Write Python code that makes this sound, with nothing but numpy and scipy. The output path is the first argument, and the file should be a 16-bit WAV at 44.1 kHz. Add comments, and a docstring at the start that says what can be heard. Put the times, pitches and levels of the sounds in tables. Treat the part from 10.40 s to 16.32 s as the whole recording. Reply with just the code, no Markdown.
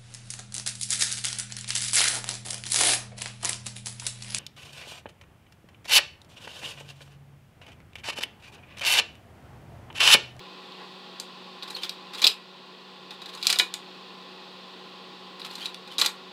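"""Slide projector in a small room

The cooling fan hums and rushes: filtered noise for the air, sine waves for blades and motor.
A hand works the slide changer three times. The carrier scrapes (random grains) and squeaks
(gliding sines), then clacks against its stop (bursts of filtered noise, some over hollow rings
of fading sines) while the slide rattles. A soft rub within a faint hiss comes early on.
Loud clacks make the recorder turn down, then creep back up."""
import sys
import numpy as np
from scipy import signal
from scipy.fft import rfft, irfft, next_fast_len
from scipy.io import wavfile
from scipy.ndimage import uniform_filter1d, minimum_filter1d

SR = 44100
rng = np.random.default_rng(int(sys.argv[2]) if len(sys.argv) > 2 else 0)


def wav_record(signal):
    """Record a signal, one row per channel, as 16-bit PCM in the file named by sys.argv[1]."""
    frames = np.transpose(np.atleast_2d(signal))
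    bounded = np.clip(frames, -1, 1)
    # unit amplitude maps onto the largest positive 16-bit level
    quanta = np.round(bounded * 32767).astype(np.int16)
    wavfile.write(sys.argv[1], SR, quanta)


N = 261072
TIME = np.arange(N) / SR

# Hard contacts in the changer; hardness is the bright tick's level over the metal ring.
# Small level offsets and shares of t60_s for each part are set in the function.
# Columns: start_s, metal_db, hardness_db, knock_db, t60_s (time to fade by 60 dB)
CONTACTS = [(0.3215, -40, -28, -62, 0.013), (0.7995, -28.5, -2.5, -42, .022),
            (1.2245, -30.5, -37, -46, 0.036), (1.3045, -34, -8, -43, 0.06), (1.434, -25, -14, -40, 0.034),
            (1.4939, -24.5, -8, -48, 0.019), (1.748, -33.5, -11.5, -39, 0.072),
            (1.818, -23.5, -5.5, -42, 0.037), (1.826, -20, -15, -31, 0.046),
            (1.8413, -11, -23, -26.5, 0.034), (1.8444, -6.5, -15, -28.5, 0.02),
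            (1.855, -20, -7, -25.5, 0.036), (1.868, -2.5, -19, -38, 0.032), (1.873, -26.5, 9.5, -32, 0.026),
            (2.95, -38.5, -1, -39, 0.023), (3.027, -23, -15.5, -41.5, 0.066), (3.069, -9, -6.5, -49, 0.024),
            (3.1007, -14, -7, -35, 0.044), (3.1271, -18, -2.5, -48, 0.021), (3.158, -26, -14, -37, 0.034),
            (3.1875, -17, -3.5, -51, 0.034), (3.1965, -11.5, -14.5, -26, 0.046),
            (3.3398, -24, -3.5, -41, 0.017), (5.017, -31.5, -28, -52, 0.031),
            (5.154, -35.5, -3.5, -58, 0.037), (5.257, -22.5, -15.5, -60, 0.04),
            (5.345, -32, -11, -58, 0.0078), (5.5824, -19, -12.5, -50, 0.053), (5.59, -26, -3, -30, .03),
            (5.597, -23.5, -2.5, -41, 0.057), (5.6141, -13, -10.5, -42, 0.022),
            (5.619, -26, 3.5, -22.5, 0.014), (5.651, -28.5, -4, -32.5, 0.075),
            (5.6607, -16, -5.5, -48, 0.027)]
# The many close tones of the sheet-metal carrier. 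Columns: pitch_hz, level_db (per Hz)
METAL_SPECTRUM = [(200, -52.5), (1500, -45), (2100, -22.5), (2400, -11), (3000, -19.5), (3500, -6.5),
                  (4200, -6), (4900, -5), (5600, -21), (8000, -43), (15500, -33.5)]
# The carrier's strongest resonances. Columns: pitch_hz, width_hz, boost_db
CARRIER_PEAKS = [(2500, 830, 6.5), (3470, 92, -4.5), (4030, 257, 2), (4190, 200, -5), (4085, 100, 4.5),
                 (4480, 170, -0.5)]
# A harder contact favours higher tones. Columns: hardness_db, pitch_hz
SPOT_BY_HARDNESS = [(-14.5, 3760), (1, 4340)]
# Resonances of the casing, also heard in the rub. Columns: pitch_hz, width_hz, level_db
CASING_MODES = [(342, 144, -6.5), (425, 119, -0.5), (717, 71, -10.5), (829, 95, -2.5), (1064, 44, 5),
                (1127, 101.6, -3), (1440, 63, -4), (1677, 79, -4), (1990, 125, -6.5)]
# The hard edge of a contact, also colours the hiss. Columns: pitch_hz, level_db (per Hz)
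TICK_SPECTRUM = [(30, -29.5), (120, -43.5), (1500, -9), (4500, -1.5), (5600, -1), (7000, 0), (8400, -1),
                 (9500, -7), (11800, -6.5), (13200, -10.5), (15500, -33)]


def contacts(rows, knock_offset_db=-2.0, tick_offset_db=0.5, spot_spread=32, spot_db=10.5,
             attack_s=0.000291, snap=2.0, size=4096):
    """Each contact rings many close modes in carrier and casing, with a hard bright snap."""
    out = np.zeros(N + size)
    t = np.arange(size) / SR
    rise = 1 - np.exp(-t / attack_s)
    for start_s, metal_db, hardness_db, knock_db, t60_s in rows:
        noise = rng.standard_normal((3, 2 * size))
        fade_db = -60 * t / t60_s
        # the point struck favours some modes; a briefer contact spreads over more of them
        spot_hz = np.interp(hardness_db, *np.transpose(SPOT_BY_HARDNESS))
        spot = (spot_hz, spot_spread / t60_s, spot_db)
        # keep the second half, where the filters have settled
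        carrier = colour(noise[0], METAL_SPECTRUM, list(CARRIER_PEAKS) + [spot])[size:]
        casing = resonate(noise[1], CASING_MODES)[size:]
        # the first touch is one sharp impulse, with dying micro-impacts
        impacts = snap * (t == 0) + noise[2, :size] * from_db(fade_db / 0.98)
        tick = colour(impacts, TICK_SPECTRUM)
        # the metal fades sooner than t60_s, the casing later
        ring = carrier * rise * from_db(fade_db / 0.79)
        knock = casing * rise * from_db(fade_db / 1.87)
        blow = at_level(ring, metal_db)
        blow += at_level(knock, knock_db + knock_offset_db)
        blow += at_level(tick, metal_db + hardness_db + tick_offset_db)
        start = round(start_s * SR)
        out[start:start + size] += blow
    return out[:N]


# The hand pushes the carrier along its rails. Columns: start_s, end_s, first_db, last_db
PUSHES = [(1.23, 1.297, -53, -49), (1.3, 1.437, -52, -34.5), (1.734, 1.823, -37.5, -46.5),
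          (2.707, 2.736, -54, -50), (2.818, 3.071, -55.5, -43), (4.996, 5.05, -43, -41),
          (5.111, 5.28, -40.5, -45.5), (5.475, 5.579, -44, -57)]
PUSH_ATTACK_S, PUSH_RELEASE_DB_PER_S = 0.0027, 400
# The slide rattles in the carrier at the stop. Columns: start_s, end_s, level_db
RATTLES = [(1.829, 1.874, -31), (3.045, 3.166, -35), (5.588, 5.646, -26.5)]
RATTLE_ATTACK_S, RATTLE_RELEASE_DB_PER_S = 0.029, 700
# Colour of the friction. Columns: pitch_hz, level_db (per Hz)
FRICTION_SPECTRUM = [(200, -33.5), (1000, -7), (2000, -7), (3200, 1.5), (4300, -0.5), (5800, -12.5),
                     (8000, -15.5), (9500, -17), (12000, -19), (15500, -27.5)]


def scrape(grains_per_s=2200, uneven_db=12.0):
    """Tiny catches of the carrier on its rails and of the slide in the carrier, in uneven clumps."""
    sizes = rng.standard_normal(N) * from_db(uneven_db * np.tanh(drift(60)))
    grains = sizes * (rng.random(N) < grains_per_s / SR)
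    movement = np.zeros(N)
    for start_s, end_s, first_db, last_db in PUSHES:
        level_db = np.interp(TIME, [start_s, end_s], [first_db, last_db])
        movement += from_db(level_db) * stroke(start_s, end_s, PUSH_ATTACK_S, PUSH_RELEASE_DB_PER_S)
    for start_s, end_s, level_db in RATTLES:
        movement += from_db(level_db) * stroke(start_s, end_s, RATTLE_ATTACK_S, RATTLE_RELEASE_DB_PER_S)
    return movement * rms_one(colour(grains, FRICTION_SPECTRUM))


def light_contacts(most_per_push=12, catches_per_s=20, typical_db=-39.5, spread_db=-3):
    """The carrier catches lightly as each push begins and at chance moments on its way."""
    hardness_db, knock_over_metal_db, t60_s = -13.5, -6, 0.059
    rows = []
    for start_s, end_s, _, _ in PUSHES:
        gaps = rng.uniform(0.58, 1.5, most_per_push) / catches_per_s
        # the first catch falls exactly at the start
        times = start_s + np.cumsum(gaps) - gaps[0]
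        levels = typical_db + spread_db * rng.standard_normal(most_per_push)
        for time_s, metal_db in zip(times, levels):
            if time_s < end_s:
                rows.append((time_s, metal_db, hardness_db, metal_db + knock_over_metal_db, t60_s))
    return rows


# Rail squeaks. Columns: middle_s, half_length_s, pitch_hz, glide_octaves_per_s, level_db
SQUEAKS = [(1.353, .009, 4260, 2, -27.5), (1.389, .01, 3110, 0, -35), (1.424, .02, 3090, 0.5, -46),
           (5.106, .007, 4260, -12.5, -38), (5.156, .006, 4200, -1.5, -40), (5.214, .009, 4480, -1, -38.5),
           (5.225, .028, 3170, 4, -37), (5.513, .012, 3056, -3, -43)]


def squeaks(waver=0.022, overtone_db=-24):
    """Brief stick-slip whistles, steady or gliding, with a wavering pitch and weak overtones."""
    out = np.zeros(N)
    for middle_s, half_length_s, pitch_hz, glide, level_db in SQUEAKS:
        t = np.clip(TIME - middle_s, -half_length_s, half_length_s)
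        jitter = waver * rms_one(uniform_filter1d(rng.standard_normal(N), size=60))
        phase = 2 * np.pi * np.cumsum(pitch_hz * 2 ** (glide * t) * (1 + jitter)) / SR
        swell = np.cos(np.pi / 2 * t / half_length_s) ** 2
        overtones = np.sin(2 * phase) + np.sin(3 * phase)
        out += from_db(level_db) * swell * (np.sin(phase) + from_db(overtone_db) * overtones)
    return out


# Hollow, low metallic ringing under some clacks. Columns: start_s, level_db
HOLLOW_RINGS = [(1.82, -35), (1.846, -38), (3.129, -32), (3.1981, -21.5), (3.342, -44.5), (5.616, -42)]
# Tones of each ring, relative to its level. Columns: pitch_hz, level_db, t60_s
HOLLOW_MODES = [(730, -15, 0.19), (844, -31, 0.15), (1004, -10.5, 0.19), (1456, -4, 0.1), (1726, -3, 0.085),
                (1990, 5, 0.026), (2280, -1, 0.13), (2454, -3, 0.21), (2960, 2, 0.093), (3170, 4.5, 0.046),
                (3470, -20, .1)]


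def hollow_rings():
    """Each hollow ring is a set of sines of alternating sign that start together and fade."""
    out = np.zeros(N)
    for start_s, level_db in HOLLOW_RINGS:
        t = np.maximum(TIME - start_s, 0)
        for k, (pitch_hz, mode_db, t60_s) in enumerate(HOLLOW_MODES):
            fade_db = -60 * np.minimum(t / t60_s, 2)
            ring = from_db(level_db + mode_db + fade_db) * np.sin(2 * np.pi * pitch_hz * t)
            out += (-1) ** k * ring
    return out


# A soft low rub within a longer, faint bright hiss. Columns: start_s, end_s, level_db
RUB = (0.352, 0.43, -47)
HISS = (.16, 0.6, -74)


def rub_and_hiss(attack_s=0.05, release_db_per_s=300):
    """The rub is noise heard through the casing's resonances; the hiss is noise with a bright colour."""
    rub = rms_one(resonate(rng.standard_normal(N), CASING_MODES))
    hiss = rms_one(colour(rng.standard_normal(N), TICK_SPECTRUM))
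    out = np.zeros(N)
    for sound, (start_s, end_s, level_db) in ((rub, RUB), (hiss, HISS)):
        out += from_db(level_db) * stroke(start_s, end_s, attack_s, release_db_per_s) * sound
    return out


# Colour of the air through fan and vents. Columns: pitch_hz, level_db (relative, per Hz)
AIR_SPECTRUM = [(25, -8), (60, -5), (90, -14.5), (120, -12.5), (150, 0.1), (200, -1.8), (520, 1.2),
                (610, -9), (700, -6.5), (1250, -4), (1550, -7.5), (2200, -9.6), (3500, 0.8), (4500, -3),
                (6000, -21), (8400, -25.5), (9500, -32.5), (15500, -34.9)]
# Air resonances of the housing. Columns: pitch_hz, width_hz, boost_db
DUCT_PEAKS = [(352, 38, 2.5), (505.5, 63, 2.5), (656, 33.1, 7.5), (827, 74, 11.5), (1028, 64, 13.5),
              (1120, 45, 7.5), (1418, 29.5, 7.5), (1775, 34, 6), (1939, 55, 7.5), (2536, 230, 6.5),
              (2800, 69, 3.5)]
# Hum of the passing blades. 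Columns: multiple (of the blade pitch), level_db (rms)
BLADE_ORDERS = [(1, -56), (2, -57), (3, -67), (4, -66), (5, -66.5), (6, -61.5)]
# Levels in dB are rms
AIR_DB, BLADE_HZ, MOTOR_HZ, MOTOR_DB = -46, 185.3, 240.2, -68


def fan(wobble=0.003916, flutter_db=0.1):
    """Rushing air in the housing, the blade-passing hum and the motor's steady hum."""
    air = from_db(AIR_DB) * rms_one(colour(rng.standard_normal(N), AIR_SPECTRUM, DUCT_PEAKS))
    phase = 2 * np.pi * np.cumsum(BLADE_HZ * (1 + wobble * drift(8))) / SR
    hum = from_db(MOTOR_DB) * np.sin(2 * np.pi * MOTOR_HZ * TIME)
    for multiple, level_db in BLADE_ORDERS:
        # uneven inflow makes the higher orders flutter more
        flutter = flutter_db * np.sqrt(multiple) * drift(8.2)
        start_phase = rng.uniform(0, 2 * np.pi)
        hum += from_db(level_db + flutter) * np.sin(round(multiple) * phase + start_phase)
    return air + np.sqrt(2) * hum  # turns the rms levels into sine peaks


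# How long the room's echoes last. Columns: pitch_hz, t60_s
ROOM_T60 = [(200, 0.087), (1000, 0.35), (2500, 0.22), (4000, 0.14), (8000, .17), (15000, 0.17)]


def room(x, wet_db=-8.5, low_boost_db=6.5, build_s=0.0013, size=20000):
    """Dense wall echoes, as fading bands of noise, build up quickly and last longest near 1000 Hz."""
    t = np.arange(size) / SR
    tail = np.zeros(size)
    edges = np.geomspace(150, 16000, num=11)
    for low, high in zip(edges, edges[1:]):
        band_pass = signal.butter(2, [low, high], "band", fs=SR, output="sos")
        band = signal.sosfilt(band_pass, rng.standard_normal(size))
        middle_hz = np.sqrt(low * high)
        build = 1 - np.exp(-(t / build_s) ** 2)
        fade = from_db(-60 * t / at_hz(ROOM_T60, middle_hz)) * build
        # lower bands echo more strongly
        boost = from_db(low_boost_db / (1 + (middle_hz / 2500) ** 2))
        tail += band * fade / np.sqrt(np.sum(fade ** 2)) * boost
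    return x + from_db(wet_db) * signal.fftconvolve(x, tail)[:N]


def stroke(start_s, end_s, attack_s, release_db_per_s):
    """Envelope of a movement: it swells, holds until its end and dies away."""
    swell = np.clip((TIME - start_s) / attack_s, 0, 1)
    return swell * from_db(-release_db_per_s * np.maximum(TIME - end_s, 0))


def from_db(db):
    """Turn decibels into a gain."""
    return 10 ** (np.asarray(db) / 20)


def rms_one(x):
    """Scale a sound to an rms (average strength) of one."""
    return x / np.sqrt(np.mean(x ** 2) + 1e-20)


def at_level(x, db, size=132):
    """Scale a blow so that its loudest three milliseconds have this rms level."""
    return x * from_db(db) / np.sqrt(uniform_filter1d(x ** 2, size).max())


def at_hz(points, hz):
    """Read a table of pitch_hz and value on a log-frequency axis."""
    table_hz, value = np.transpose(points)
    return np.interp(np.log(np.maximum(hz, 1)), np.log(table_hz), value)


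def drift(knots_per_s):
    """Random wandering: straight lines between chance values."""
    knots = rng.standard_normal(400)
    return np.interp(TIME * knots_per_s, np.arange(len(knots)), knots)


def colour(x, spectrum, peaks=()):
    """Filter with a broad spectrum and resonant bumps; it never sounds early (minimum phase)."""
    size = 2 * next_fast_len(len(x))
    hz = np.arange(size // 2 + 1) * SR / size
    db = at_hz(spectrum, hz)
    for peak_hz, width_hz, boost_db in peaks:
        db = db + boost_db / (1 + (2 * (hz - peak_hz) / width_hz) ** 2)
    # folding the cepstrum (transform of the log spectrum) forward in time gives minimum phase
    cepstrum = irfft(np.log(from_db(db)))
    cepstrum[1:size // 2] *= 2
    cepstrum[size // 2 + 1:] = 0
    return irfft(rfft(x, size) * np.exp(rfft(cepstrum)))[:len(x)]


def resonate(x, modes):
    """Resonances side by side, with alternating sign."""
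    out = np.zeros(len(x))
    for k, (pitch_hz, width_hz, level_db) in enumerate(modes):
        r = np.exp(-np.pi * width_hz / SR)
        poles = [1, -2 * r * np.cos(2 * np.pi * pitch_hz / SR), r * r]
        zeros = [(1 - r * r) / 2, 0, (r * r - 1) / 2]
        out += (-1) ** k * from_db(level_db) * signal.lfilter(zeros, poles, x)
    return out


def scene():
    """The changer sounds in the room, with the hollow rings, the rub and hiss and the steady fan."""
    background = rub_and_hiss() + fan()
    changer = scrape() + squeaks() + contacts(CONTACTS) + contacts(light_contacts())
    return (room(changer) + hollow_rings() + background)[None]


def gain_control(x, limit_db=-7.5, release_db_per_s=2.0, size=132):
    """The gain drops just ahead of a sound that passes the limit, then creeps back."""
    level_db = 10 * np.log10(np.maximum(uniform_filter1d(x ** 2, size), 1e-12))
    over_db = -minimum_filter1d(np.minimum(limit_db - level_db, 0), size)
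    # hold the largest excess and let it shrink at the release rate
    creep_db = release_db_per_s * TIME
    held_db = np.maximum.accumulate(over_db + creep_db, axis=-1) - creep_db
    return x * from_db(-uniform_filter1d(held_db, size))


def record(dry, ceiling=0.73, low_cut_hz=115, top_cut_hz=15700):
    """The recorder: gain control, rounded peaks, a thin bass and a steep top cut."""
    held = gain_control(dry)
    rounded = held / (1 + (held / ceiling) ** 8) ** (1 / 8)
    low_cut = signal.butter(3, low_cut_hz, "high", fs=SR, output="sos")
    top_cut = signal.ellip(10, 0.1, 90, top_cut_hz, fs=SR, output="sos")
    thinned = signal.sosfilt(low_cut, rounded)
    return signal.sosfilt(top_cut, thinned)


dry = scene()
out = record(dry)
wav_record(out)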